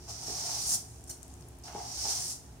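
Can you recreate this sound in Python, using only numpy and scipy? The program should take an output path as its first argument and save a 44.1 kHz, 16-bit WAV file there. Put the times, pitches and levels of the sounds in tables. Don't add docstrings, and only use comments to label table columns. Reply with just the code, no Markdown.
import sys
import numpy as np
from scipy import signal
from scipy.fft import rfft, irfft
from scipy.io import wavfile
from scipy.ndimage import map_coordinates

SR = 44100
rng = np.random.default_rng(int(sys.argv[2]) if len(sys.argv) > 2 else 0)


def master(y):
    cut = np.clip(np.atleast_2d(y).T, -1, 1)
    pcm = np.round(cut * 32767)
    wavfile.write(sys.argv[1], SR, pcm.astype(np.int16))


N = 114660

# frequency_hz, t60_s
ROOM_DECAY = [(150, 0.36), (800, 0.44), (5000, 0.26), (9000, 0.22), (15000, 0.27)]
# frequency_hz, relative_db
VENT_COLOUR = [(20, -30), (32, -24), (48, -8), (66, 0.9), (85, -6), (115, -2), (140, -11), (200, -14),
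               (300, -16), (440, -16), (520, -26), (620, -20), (780, -18), (1100, -27), (2000, -32),
               (4000, -35), (9000, -37), (16000, -43)]
# pitch_hz, level_db
VENT_TONES = [(67, -59.5), (116, -60), (153, -63.5), (264, -67), (356, -67.5)]
# frequency_hz, coherence (0-1)
VENT_COHERENCE = [(60, 0.97), (150, 0.93), (300, 0.77), (700, .5), (1500, 0.033), (16000, .02)]
# time_s, level_db
DRAUGHT_LEVELS = [
    [(.66, -66), (.745, -48), (.8, -69)],
]
# frequency_hz, relative_db
PUFF_COLOUR = [(25, -29), (62, 1), (100, -10), (170, -6), (300, -19), (800, -42), (4000, -72)]
# start_s, thud_db, hollow_db, click_db (relative to KNOCK_DB)
KNOCKS = [(.082, -16, -10, -20), (.279, -3, -14, -19), (.297, -6, -8.5, -21), (1.681, -27, -13, -8),
          (1.747, 0.5, -1, -13), (1.759, -12, 0.5, -28), (1.781, -24, -7, -32), (1.799, -16, 0, -30),
          (2.051, -9, -1, -19), (2.063, -9.5, -5.5, -15)]
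# pitch_hz, relative_db, t60_s
BOARD_MODES = [(177.6, -8, 0.059), (282, -4, 0.035), (386, -4.5, 0.045), (443, -4, 0.056), (632, -4.5, .03),
               (680, -1, 0.039)]
# pitch_hz, relative_db, t60_s
HEEL_MODES = [(706, -1.5, 0.053), (736, -3, 0.053), (822.3, -1, 0.063), (926, -10, 0.047),
              (1147, -15.5, 0.044), (1570, -16, 0.022), (2200, -14, .015)]
# start_s, relative_db, centre_hz
SNAPS = [(1.040, -2, 8500), (1.177, -9, 10000), (1.230, 3, 8100), (1.280, -6, 10500), (1.302, -15, 5000),
         (1.339, -4, 7960), (1.410, -7, 7200), (1.424, -8.5, 5500), (1.485, -6, 11300), (1.587, -8, 11000),
         (1.624, -14, 7500)]
# multiple_of_centre, relative_db
SNAP_COLOUR = [(.2, -30), (.55, -18), (.8, -1), (1, 1), (1.3, -8.5), (2, -18)]
# time_s, level_db
DRAG_LEVELS = [
    [(0, -58.5), (.074, -53), (.094, -41.5), (.152, -48), (.2, -44.5), (.28, -40), (.4, -37.5), (.6, -36.5),
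     (.68, -40), (.75, -41), (.772, -83), (.9, -94)],
    [(1.628, -75), (1.638, -50), (1.66, -48), (1.71, -53.5), (1.77, -49), (1.916, -43), (2.04, -35.5),
     (2.065, -35.5), (2.105, -32), (2.17, -38), (2.24, -41), (2.32, -44.5), (2.4, -78)],
]
# frequency_hz, relative_db
DRAG_HISS_COLOUR = [(150, -30), (500, -26.5), (800, -20.5), (1100, -22.5), (1600, -23.5), (2600, -22),
                    (3500, -17), (4200, -10.5), (5000, -4), (5750, 0), (6500, -5.5), (7200, -7.5),
                    (7750, -11.5), (8900, -9), (10300, -17), (11500, -21.5), (16000, -24.5)]
# time_s, level_db
SCRAPE_LEVELS = [
    [(.075, -64), (.09, -51.5), (.14, -63), (.26, -56), (.33, -51.5), (.43, -53), (.49, -49), (.555, -51.5),
     (.6, -59), (.73, -51.5), (.78, -63)],
    [(1.63, -67), (1.655, -51.5), (1.7, -51.5), (1.8, -51), (1.87, -58.5), (2.0, -59), (2.09, -52.5),
     (2.19, -57), (2.23, -61.5), (2.34, -64)],
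]
# frequency_hz, relative_db
HEAD_SCRAPE_COLOUR = [(150, -21), (380, -8.5), (520, -16.5), (690, 1), (830, -0.5), (980, -8.5),
                      (1250, -11.5), (1700, -20.5), (3000, -17.5), (8000, -43)]
# time_s, level_db
TIP_LEVELS = [
    [(.2, -55), (.55, -46), (.64, -40.5), (.705, -29), (.756, -27.5), (.769, -53), (.83, -61.5), (.97, -64),
     (1.02, -72), (1.3, -63), (1.6, -80)],
    [(1.95, -60), (2.11, -40.5), (2.2, -38.5), (2.27, -40.5), (2.31, -37.5), (2.345, -46.5), (2.41, -61),
     (2.6, -69)],
]
# frequency_hz, relative_db
TIP_HISS_COLOUR = [(200, -31), (900, -24.5), (2400, -29.5), (3700, -19.5), (4800, -8), (5800, -1.5),
                   (6500, -2.5), (7200, 0), (7800, -4.5), (8900, 0), (10400, -8), (11500, -13.5),
                   (16000, -19.5)]
# start_s, gain_db, decay_s
LATE_TUFTS = [(1.072, -45.5, 0.02), (1.093, -34, 0.016)]
# frequency_hz, relative_db
FLEX_COLOUR = [(100, -4), (400, 6), (1200, -3.5), (3000, -7), (6000, 2), (15000, -13)]
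# pitch_hz, level_db, t60_s
HEAD_MODES = [(2984, -56, 0.087), (4270, -47, 0.086), (5800, -43.5, 0.071)]
# frequency_hz, left_minus_right_db
PORT_BALANCE = [(100, -0.5), (2500, 0), (4300, 1.5), (5700, -5), (7000, 0), (8800, 3.5), (11000, -2),
                (14000, -0.5)]

ROOM_GAP_S, ROOM_BUILD_S, LATE_T60_S, LATE_DB = 0.0021, 0.004, 0.83, -20.5
RUMBLE_DB, HUM_WAVER_PER_S, HUM_WAVER_DEPTH = -51.5, 9.07, 0.45
KNOCK_DB, CONTACT_RISE_S, TICK_DB = -34, 0.00072, -39
CHATTER_PER_S, CHATTER_DB, PORT_LAG_S = 120, 1.0, 0.00018
RUSTLE_FROM_S, RUSTLE_TO_S, RUSTLE_DB, RUSTLE_FADE_DB_PER_S = 0.8, 1.62, -59.5, 9
TUFT_RISE_S, TUFT_PAN_DB, FLEX_DB = 0.0057, 0.5, -12


def undb(db):
    return 10 ** (np.asarray(db) / 20)


def unit(x):
    return x / np.sqrt(np.mean(x ** 2))


def over_hz(points):
    hz, value = np.array(points).T
    return np.interp(np.log(np.maximum(np.fft.rfftfreq(N, 1 / SR), 1)), np.log(hz), value)


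def colour(x, points):
    cepstrum = irfft(np.log(unit(undb(over_hz(points)))), N)
    cepstrum[1:N // 2] *= 2
    cepstrum[N // 2 + 1:] = 0
    response = irfft(np.exp(rfft(cepstrum)), N)[:4096]
    return signal.fftconvolve(x, response[None], axes=1)[:, :N]


def wander(per_s):
    position = np.arange(N) / SR * per_s
    return map_coordinates(rng.standard_normal(4096), [position], order=3, mode="wrap")


def pan(db):
    return undb(np.array([[db], [-db]]) / 2)


def since(start_s):
    return np.maximum(np.arange(N) / SR - start_s, 0)


def burst(start_s, rise_s, decay_s):
    age = since(start_s)
    return (1 - np.exp(-age / rise_s)) * np.exp(-age / decay_s)


def ring(start_s, modes):
    age = since(start_s)
    swing = sum((-1) ** k * undb(db - 60 * age / t60) * np.sin(2 * np.pi * hz * age)
                for k, (hz, db, t60) in enumerate(modes))
    return swing * (1 - np.exp(-age / CONTACT_RISE_S))


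def kitchen(x, wet_db):
    noise, t = rfft(rng.standard_normal((2, N))), since(0)
    tail = 0
    for band_hz, t60 in ROOM_DECAY:
        band = over_hz([(hz, float(hz == band_hz)) for hz, _ in ROOM_DECAY])
        tail += irfft(noise * band, N) * undb(-60 * t / t60)
    tail += rng.standard_normal((2, N)) * undb(LATE_DB - 60 * t / LATE_T60_S)
    tail *= 1 - np.exp(-since(ROOM_GAP_S) / ROOM_BUILD_S)
    tail = unit(tail) / np.sqrt(N)
    return x + undb(wet_db) * signal.fftconvolve(x, tail, axes=1)[:, :N]


def ventilation():
    alike = over_hz(VENT_COHERENCE)
    mid, side = rfft(rng.standard_normal((2, N))) * undb(over_hz(VENT_COLOUR))
    rumble = irfft(mid * np.sqrt(1 + alike) + np.array([[1], [-1]]) * side * np.sqrt(1 - alike), N)
    hum = 0
    for hz, db in VENT_TONES:
        waver = 1 + HUM_WAVER_DEPTH * (wander(HUM_WAVER_PER_S) + 1j * wander(HUM_WAVER_PER_S))
        hum += undb(db) * unit(np.real(waver * np.exp(2j * np.pi * hz * since(0))))
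    return undb(RUMBLE_DB) * unit(rumble) + hum


def effort(strokes):
    t, gain = since(0), 0
    for stroke in strokes:
        time_s, level_db = np.array(stroke).T
        gain += undb(np.interp(t, time_s, level_db)) * (t >= time_s[0]) * (t <= time_s[-1])
    return gain * undb(CHATTER_DB * wander(CHATTER_PER_S))


def draught():
    return colour(rng.standard_normal((1, N)) * effort(DRAUGHT_LEVELS), PUFF_COLOUR)


def floor_knocks():
    body = sum(undb(thud_db) * ring(start, BOARD_MODES) + undb(hollow_db) * ring(start, HEEL_MODES)
               for start, thud_db, hollow_db, _ in KNOCKS)
    contacts = sum(undb(db) * burst(start, rise_s=0.0001, decay_s=0.0033) for start, _, _, db in KNOCKS)
    clicks = colour(contacts * rng.standard_normal((2, N)), [(300, -3), (1500, 0), (5000, -6), (15000, -18)])
    return kitchen(undb(KNOCK_DB) * (body + clicks), wet_db=-3.5)


def bristle_ticks():
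    snaps = 0
    for start, db, centre_hz in SNAPS:
        snap = undb(db) * burst(start, rise_s=0.00022, decay_s=0.0015) * rng.standard_normal((2, N))
        snaps += colour(snap, [(multiple * centre_hz, gain_db) for multiple, gain_db in SNAP_COLOUR])
    return kitchen(undb(TICK_DB) * pan(db=7) * snaps, wet_db=-9)


def slips(per_s, scatter_db):
    slipping = rng.random(N) < per_s / SR
    left = slipping * rng.choice([-1, 1], N) * undb(scatter_db * np.minimum(rng.exponential(size=N), 5))
    lag = np.round(PORT_LAG_S * SR * rng.uniform(-1, 1, N)).astype(int)
    right = np.bincount((np.arange(N) + lag) % N, left, N)
    return unit(np.array([left, right]))


def broom():
    drag = colour(slips(per_s=9000, scatter_db=2) * effort(DRAG_LEVELS), DRAG_HISS_COLOUR)
    scrape = colour(slips(per_s=2500, scatter_db=2.5) * effort(SCRAPE_LEVELS), HEAD_SCRAPE_COLOUR)
    springing = slips(per_s=5000, scatter_db=-2)
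    tuft_gain = sum(undb(db) * burst(start, TUFT_RISE_S, decay) for start, db, decay in LATE_TUFTS)
    tufts = springing * tuft_gain * pan(TUFT_PAN_DB)
    airborne = (since(RUSTLE_FROM_S) > 0) * (since(RUSTLE_TO_S) == 0)
    rustle_gain = airborne * undb(RUSTLE_DB - RUSTLE_FADE_DB_PER_S * since(RUSTLE_FROM_S))
    rustle = rustle_gain * slips(per_s=600, scatter_db=2)
    flicks = springing * effort(TIP_LEVELS) * pan(db=0.2)
    tips = colour(flicks + tufts + rustle, TIP_HISS_COLOUR)
    flex = undb(FLEX_DB) * colour(tufts, FLEX_COLOUR)
    head = pan(TUFT_PAN_DB) * ring(start_s=1.106, modes=HEAD_MODES)
    return (kitchen(drag + scrape, wet_db=-3)
            + kitchen(tips + flex, wet_db=-5.5)
            + kitchen(head, wet_db=-6.5))


def scene():
    return broom() + draught() + bristle_ticks() + floor_knocks() + ventilation()


def record(dry):
    tilt_db = over_hz(PORT_BALANCE) / 2
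    heard = irfft(rfft(dry) * undb(np.array([tilt_db, -tilt_db])), N)
    return signal.sosfilt(signal.ellip(10, .2, 80, 15750, fs=SR, output="sos"), heard)


dry = scene()
out = record(dry)
master(out)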